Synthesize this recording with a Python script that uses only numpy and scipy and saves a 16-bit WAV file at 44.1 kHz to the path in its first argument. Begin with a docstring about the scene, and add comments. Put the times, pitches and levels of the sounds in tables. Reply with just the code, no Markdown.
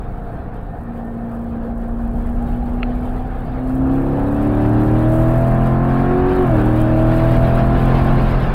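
"""A low, faint engine note coasts over tyre roar and road rumble; then a V8 sports car pulls through a bend at
part throttle and goes flat out with one quick upshift, all heard from the driver's seat.
The engine is a stack of sine harmonics locked to the crank, booming through resonances as the revs sweep.
Tyres, wind, floor drone and hiss are shaped noise; roar, wind and drone grow with speed.
Tyre squeals are narrow wavering bands; a piece of trim clicks once in the bend as a set of decaying modes."""
import sys
import numpy as np
from scipy import signal
from scipy.fft import rfft, irfft, next_fast_len
from scipy.io import wavfile
from scipy.ndimage import uniform_filter1d, minimum_filter1d

SR = 44100
rng = np.random.default_rng(int(sys.argv[2]) if len(sys.argv) > 2 else 0)


def transcribe(u):
    """Save the signal u as a 16-bit wav file named by the first command-line argument.

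    u: samples, shape (n,) or (channels, n), limited to [-1, 1]; the rate is SR.
    q: integer samples, one column per channel.
    """
    v = np.clip(np.atleast_2d(u).T, -1, 1)
    q = np.round(v * 32767).astype(np.int16)
    wavfile.write(sys.argv[1], SR, q)


N = 376613
TIME = np.arange(N) / SR

# engine cycle = two crank turns = eight firings: (time [s], cycle rate [Hz])
CYCLE_RATE = [(0.0, 30.0), (0.24, 29.3), (0.43, 29.6), (0.69, 28.7), (0.9, 29.3), (1.05, 28.9),
              (1.93, 29.0), (2.78, 30.3), (3.57, 31.8), (3.71, 32.3), (4.83, 38.3), (5.56, 42.4),
              (6.25, 46.0), (6.35, 46.3), (6.42, 45.9), (6.45, 45.1), (6.52, 40.7), (6.57, 38.7),
              (6.59, 38.5), (6.78, 39.3), (8.11, 44.1), (8.23, 43.3), (8.47, 43.4), (8.54, 42.6)]
# coasting, part throttle in the bend, flat out, then easing off: (time [s], engine load [dB])
ENGINE_LOAD = [(0, -31), (.74, -31.5), (.89, -16.5), (1.6, -13), (2.85, -11), (3.35, -13), (3.6, -9.5),
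               (3.85, -4), (4.4, 0), (6.4, 0), (6.65, -0.5), (7.3, 0), (8.1, 0), (8.3, -3), (8.54, -10.5)]
# strong harmonics of the cycle: 8, 16 and 24 are the firing note and its overtones,
# the rest the burble of the banks: (harmonic number)
STRONG_HARMONICS = (3, 4, 5, 6, 7, 8, 10, 14, 16, 24)
# each strong harmonic with no load: (level [dB])
COAST_LEVELS = [-42, -38.5, -49.5, -43, -44.5, -48.5, -45, -52.5, -52, -52.5]
# each strong harmonic at full load, between resonances: (level [dB])
PULL_LEVELS = [-38.5, -34, -37, -44, -36.5, -39, -41, -41.5, -40.5, -45]
# resonances each harmonic sweeps through, the same in every gear:
# harmonic number: (centre [Hz], width [Hz], level at full load [dB])
BOOM_RESONANCES = {3: [(103, 9.5, -28), (122.1, 23, -17)], 4: [(130.9, 16, -22), (167.3, 17, -29)],
                   5: [(190, 9, -28), (219.3, 19.8, -22.5)], 6: [(235.7, 48.5, -24), (274, 20, -23)],
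                   7: [(249, 55, -29.5)], 8: [(237.4, 21, -13), (262, 15.3, -14.5), (280, 39, -20),
                   (313.2, 27.8, -19.5), (347, 19, -29.5), (373, 22, -17.5)], 10: [(337.7, 20, -25.5),
                   (377.3, 26, -27.5)], 14: [(486, 34, -32), (566.6, 52, -33)], 16: [(592, 23, -32.5),
                   (657, 49.6, -23.5), (724, 58, -29)], 24: [(1063, 78, -35.5)]}
# pipe colour of the weaker harmonics at full load: (frequency [Hz], level of each [dB])
PIPE_COLOUR = [(60, -38), (270, -32), (320, -38), (380, -32), (430, -38), (520, -37), (650, -39),
               (800, -39), (960, -46), (1070, -44), (1250, -49), (1780, -49), (1950, -61), (2600, -68)]
# harmonics that the uneven firing of each bank favours or starves: (harmonic number)
BANK_HARMONICS = (2, 9, 11, 12, 13, 15, 17, 18, 19, 20, 21, 22, 23, 25)
# how far each of those is favoured or starved: (gain [dB])
BANK_GAINS = [4.5, -4.5, 0, -2, -1, 2.5, -1.5, 2, -3, 2, 1, -2, 2, 2.5]
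# tyre roar in the bend, shape only: (frequency [Hz], relative level [dB])
BEND_TYRE_SPECTRUM = [(60, -25), (140, -22), (280, -4), (370, -5.5), (480, 0.5), (590, -9.5), (700, 2),
                      (820, -4.5), (950, -10.5), (1300, -12.5), (1800, -17.5), (2000, -30.5), (2700, -37.5),
                      (4000, -61)]
# tyre roar at speed, shape only: (frequency [Hz], relative level [dB])
FAST_TYRE_SPECTRUM = [(60, -9.5), (130, -12), (300, 6.5), (420, 7), (560, 6.5), (750, 6.5), (950, 1),
                      (1300, 1), (1750, -3), (2000, -15), (2700, -13), (4000, -38)]
# wind and intake air, shape only: (frequency [Hz], relative level [dB])
WIND_SPECTRUM = [(800, -19.5), (1600, 0.5), (2200, 3.5), (2800, -1.5), (3300, -4), (4200, -8), (5000, -14),
                 (6000, -24), (8000, -26)]
# gusts that move the wind around its steady level: (time [s], gain [dB])
WIND_GUSTS = [(0, 1.5), (.35, 0.5), (1.6, 0), (2.2, 1.5), (2.9, 4), (3.5, 2), (4.3, -3.5), (4.85, 2.5),
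              (5.8, -2.5), (6.2, -1), (7.2, -.5), (8.1, 0.5), (8.54, 1.5)]
# road noise through the floor, shape only: (frequency [Hz], relative level [dB])
DRONE_SPECTRUM = [(45, -9), (80, -3), (115, -1.5), (165, -1), (260, -5), (420, -25)]
# the body shaking, shape only: (frequency [Hz], relative level [dB])
RUMBLE_SPECTRUM = [(10, -22), (22, -8), (35, -1.5), (50, -7.5), (70, -13.5), (100, -20), (160, -23.5),
                   (260, -27), (500, -49)]
# how hard the road shakes the body: (time [s], level [dB])
ROAD_BUMPS = [(0, -27), (1.35, -31.5), (1.6, -26.5), (2.4, -19), (3, -22.5), (4.6, -24), (5.25, -18.5),
              (6, -22.5), (7, -18.5), (8.1, -15.5), (8.54, -16.5)]
# faint squeals in the bend, from the tyres scrubbing:
# (middle [s], length [s], pitch [Hz], rate of wavering [changes/s], level [dB])
TYRE_SQUEALS = [(0.948, 0.75, 1804, 25, -55.5), (2.65, 0.55, 802, 64.7, -39), (3.203, .5, 766, 70.7, -38.5)]
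# the tiny slips that make up the trim click: (time [s], drive level [dB])
TRIM_SLIPS = [(2.8215, -34), (2.8302, -6), (2.8332, -24)]
# ringing modes of the trim: (frequency [Hz], relative level [dB], 60 dB decay time [s])
TRIM_MODES = [(1314, -11.5, 0.017), (2240, -2.5, 0.008), (2510, -2, 0.01), (2690, -16, 0.02),
              (3430, -24, .012), (4200, -28, 0.031)]
# faint top-treble hiss, shape only: (frequency [Hz], relative level [dB])
HISS_SPECTRUM = [(3000, -12.5), (6000, -10.5), (7200, -6.5), (8200, -1.5), (12000, -0.5), (15500, 3.5)]
# the hiss coming and going: (time [s], level [dB])
HISS_LEVELS = [(0, -69), (.85, -69.5), (1.1, -67.5), (1.8, -66), (2.5, -62), (3.1, -64), (3.58, -67),
               (3.72, -58), (4.4, -60.5), (5.2, -52), (5.95, -59.5), (6.7, -53.5), (7.8, -54),
               (8.54, -57.5)]

# the upshift: when it starts and ends [s], and how much taller the new gear is [ratio]
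SHIFT_START_S, SHIFT_END_S, GEAR_STEP = 6.43, 6.58, 1.2
# level at bend speed [dB], and rise per doubling of speed [dB]
ROAR_DB, ROAR_RISE_DB = -36.5, 13.5
WIND_DB, WIND_RISE_DB = -61, 24
DRONE_DB, DRONE_RISE_DB = -37.5, 14
INTAKE_DB = -52.5  # air drawn through the intake at full load
EDGE_HZ = 15850  # top of the audible band


def gain_of(db):
    """Decibels to gain."""
    return 10 ** (np.asarray(db) / 20)


def evened(x):
    """Scales to rms 1."""
    return x / np.sqrt(np.mean(x ** 2) + 1e-20)


def curves(rows):
    """Each column of a table, drawn out over time."""
    s, *columns = np.transpose(rows)
    return [np.interp(TIME, s, c) for c in columns]


def read(points, hz):
    """A spectrum's dB at the given frequencies, straight between points on a log-frequency axis."""
    f, db = np.transpose(points)
    return np.interp(np.log(hz + 1), np.log(f), db)


def noise(points):
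    """Noise of rms 1 with the given spectrum."""
    size = next_fast_len(N)
    hz = np.fft.rfftfreq(size, 1 / SR)
    skirt = 1 / (1 + (hz / points[-1][0]) ** 4)  # rolls off beyond the last point
    spectrum = rfft(rng.standard_normal(size)) * gain_of(read(points, hz)) * skirt
    return evened(irfft(spectrum, size)[:N])


def drift(per_s):
    """Random wander of rms 1 that picks a new target so many times a second."""
    knots = rng.standard_normal(8192)
    return evened(np.interp(TIME * per_s, np.arange(len(knots)), knots))


def patchy(x, depth_db):
    """Eddies: patches a few hundred Hz wide and some tens of ms long come and go; rms 1."""
    z = signal.stft(x, nperseg=1024)[2]
    patches = uniform_filter1d(rng.standard_normal(z.shape), size=5, axis=0)
    patches = evened(uniform_filter1d(patches, size=3, axis=1))
    return evened(signal.istft(z * gain_of(depth_db * patches))[1][:N])


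def crank(jitter=0.0012):
    """Cycle rate and cycles turned; combustion makes the speed tremble by the rms fraction jitter."""
    hz = curves(CYCLE_RATE)[0]
    return hz, np.cumsum(hz * (1 + jitter * drift(45))) / SR


def boom(hz, turns, rough=0.1):
    """Strong exhaust harmonics: lines locked to the crank, growing with load and swelling in each resonance."""
    out, load = np.zeros(N), gain_of(curves(ENGINE_LOAD)[0])
    for k, coast_db, pull_db in zip(STRONG_HARMONICS, COAST_LEVELS, PULL_LEVELS):
        power = gain_of(pull_db) ** 2
        for centre_hz, width_hz, db in BOOM_RESONANCES[k]:
            detune = np.square(2 * (k * hz - centre_hz) / width_hz)
            power = power + gain_of(db) ** 2 / (1 + np.square(np.square(detune)))  # flat top, steep sides
        height = np.sqrt(gain_of(coast_db) ** 2 + load ** 2 * power)
        line = np.sin(2 * np.pi * (k * turns + rng.random()))
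        out += height * (1 + rough * drift(40)) * line
    return np.sqrt(2) * out  # levels are rms


def snarl(hz, turns, rough_hz=1700, dull_db=18, mode_hz=22, count=56):
    """The other harmonics: shaped by the pipes, brighter with revs, flaring across the cabin's dense modes."""
    out, coarse = np.zeros(N), np.arange(0, N, 512)
    bank = dict(zip(BANK_HARMONICS, BANK_GAINS))
    below_top = 1 - hz[coarse] / hz.max()
    cabin = rng.standard_normal(256)  # one random peak or null every mode_hz
    for k in set(range(2, count)) - set(STRONG_HARMONICS):
        line_hz = k * hz[coarse]
        octaves_up = np.log2(np.maximum(line_hz / 550, 1))
        db = read(PIPE_COLOUR, line_hz) + bank.get(k, 0) - dull_db * below_top * octaves_up
        # the cabin's peaks and nulls deepen with frequency
        depth_db = np.minimum(line_hz / 170, 4.5)
        ripple = np.minimum(np.interp(line_hz / mode_hz, np.arange(len(cabin)), cabin), 1)
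        height = gain_of(db + depth_db * ripple)
        # no two firings are quite alike, so each harmonic's phase strays
        steps = rng.standard_normal(len(coarse)) * line_hz / rough_hz
        stray = np.cumsum(steps) + 2 * np.pi * rng.random()
        height, stray = (np.interp(TIME, TIME[coarse], c) for c in (height, stray))
        out += height * np.sin(2 * np.pi * k * turns + stray)
    return np.sqrt(2) * gain_of(curves(ENGINE_LOAD)[0]) * out


def road_speed(hz):
    """Speed in doublings above bend speed: revs through the gearing, carried on through the shift."""
    geared = hz * np.where(TIME < SHIFT_END_S, 1, GEAR_STEP)
    in_gear = (TIME < SHIFT_START_S) | (TIME > SHIFT_END_S)
    return np.log2(np.interp(TIME, TIME[in_gear], geared[in_gear]) / hz.min())


def shift_surge(surge_db=3.0, lag_s=.04, length_s=0.058):
    """The roar swells briefly during the shift, in dB."""
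    return surge_db * np.exp(-((TIME - SHIFT_START_S - lag_s) / length_s) ** 2)


def rush(hz, turns, flicker, bend_extra_db=2, pulsing=0.061, gust_db=1.1, eddy_db=3, flicker_db=1.14):
    """Tyre roar and wind rise with speed, intake air with load; under load they throb with the engine."""
    doublings, load = road_speed(hz), gain_of(curves(ENGINE_LOAD)[0])
    roar_db = ROAR_DB + ROAR_RISE_DB * doublings + shift_surge()
    wind_db = WIND_DB + WIND_RISE_DB * doublings + curves(WIND_GUSTS)[0]
    air_level = np.hypot(gain_of(wind_db), gain_of(INTAKE_DB) * load)
    # the tyres change voice as the bend opens out
    straight = np.clip((TIME - 3) / 2.0, 0, 1)
    bend_tyres = np.sqrt(1 - straight) * gain_of(bend_extra_db) * noise(BEND_TYRE_SPECTRUM)
    tyres = bend_tyres + np.sqrt(straight) * noise(FAST_TYRE_SPECTRUM)
    air = air_level * gain_of(flicker_db * flicker) * patchy(noise(WIND_SPECTRUM), eddy_db)
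    # eight firings a cycle, plus a slower beat of three
    pulses = np.cos(2 * np.pi * 8 * turns) + np.cos(2 * np.pi * 3 * turns)
    throb = 1 + pulsing * load * pulses
    return (gain_of(roar_db) * patchy(tyres, depth_db=1.5) + air) * throb * gain_of(gust_db * drift(25))


def drone(hz):
    """The rolling tyres drone through the floor, louder with speed."""
    return gain_of(DRONE_DB + DRONE_RISE_DB * road_speed(hz)) * noise(DRONE_SPECTRUM)


def rumble(jolt_db=0.76):
    """The body shakes on its springs, as hard as the bumps in the road push it."""
    shake = noise(RUMBLE_SPECTRUM)
    # flatten the noise's own swells so that the bumps set the level
    strength = np.sqrt(uniform_filter1d(uniform_filter1d(shake ** 2, size=4000), size=2600))
    return gain_of(curves(ROAD_BUMPS)[0] + jolt_db * drift(8)) * shake / strength


def squeals():
    """Scrubbing tyres: each squeal is a narrow, wavering band that swells and fades."""
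    out = np.zeros(N)
    for middle_s, length_s, hz, waver_per_s, db in TYRE_SQUEALS:
        swell = np.exp(-np.square(np.square(2 * (TIME - middle_s) / length_s)))
        waver = drift(waver_per_s) + 1j * drift(waver_per_s)
        band = waver * np.exp(2j * np.pi * hz * TIME)
        out += gain_of(db) * swell * band.real
    return out


def trim_click(rise_s=0.00073):
    """Hard plastic slips and rings for a few milliseconds, its top end softened."""
    out, t = np.zeros(N), np.arange(2048) / SR
    ring = sum(gain_of(db - 60 * t / t60) * np.sin(2 * np.pi * hz * t) for hz, db, t60 in TRIM_MODES)
    ring *= 1 - np.exp(-(t / rise_s) ** 2)
    for s, db in TRIM_SLIPS:
        out[round(s * SR):][:len(t)] += gain_of(db) * ring
    return signal.sosfilt(signal.butter(6, 4900, fs=SR, output="sos"), out)


def hiss(flicker, flicker_db=1.1, grain_db=3.0, swell_db=1.1):
    """A faint, grainy hiss in the top treble: noise with fast and slow random level changes."""
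    waver_db = flicker_db * flicker + swell_db * drift(12) + grain_db * drift(270)
    return gain_of(curves(HISS_LEVELS)[0] + waver_db) * noise(HISS_SPECTRUM)


def scene():
    """Everything that reaches the cabin."""
    hz, turns = crank()
    flicker = drift(22)  # wind, intake air and hiss flicker together
    engine = boom(hz, turns) + snarl(hz, turns)
    road = rush(hz, turns, flicker) + drone(hz) + rumble() + squeals()
    return (engine + road + trim_click() + hiss(flicker))[None]


def record(dry):
    """A limiter eases down the highest peaks; then a steep low-pass sets the band limit."""
    allowed = np.minimum(1, .82 / (abs(dry[0]) + 1e-9))
    limited = dry * uniform_filter1d(minimum_filter1d(allowed, size=600), size=600)
    low_pass = signal.firwin(511, EDGE_HZ, window=("kaiser", 9), fs=SR)
    return signal.oaconvolve(limited, low_pass[None], "same")


dry = scene()
out = record(dry)
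transcribe(out)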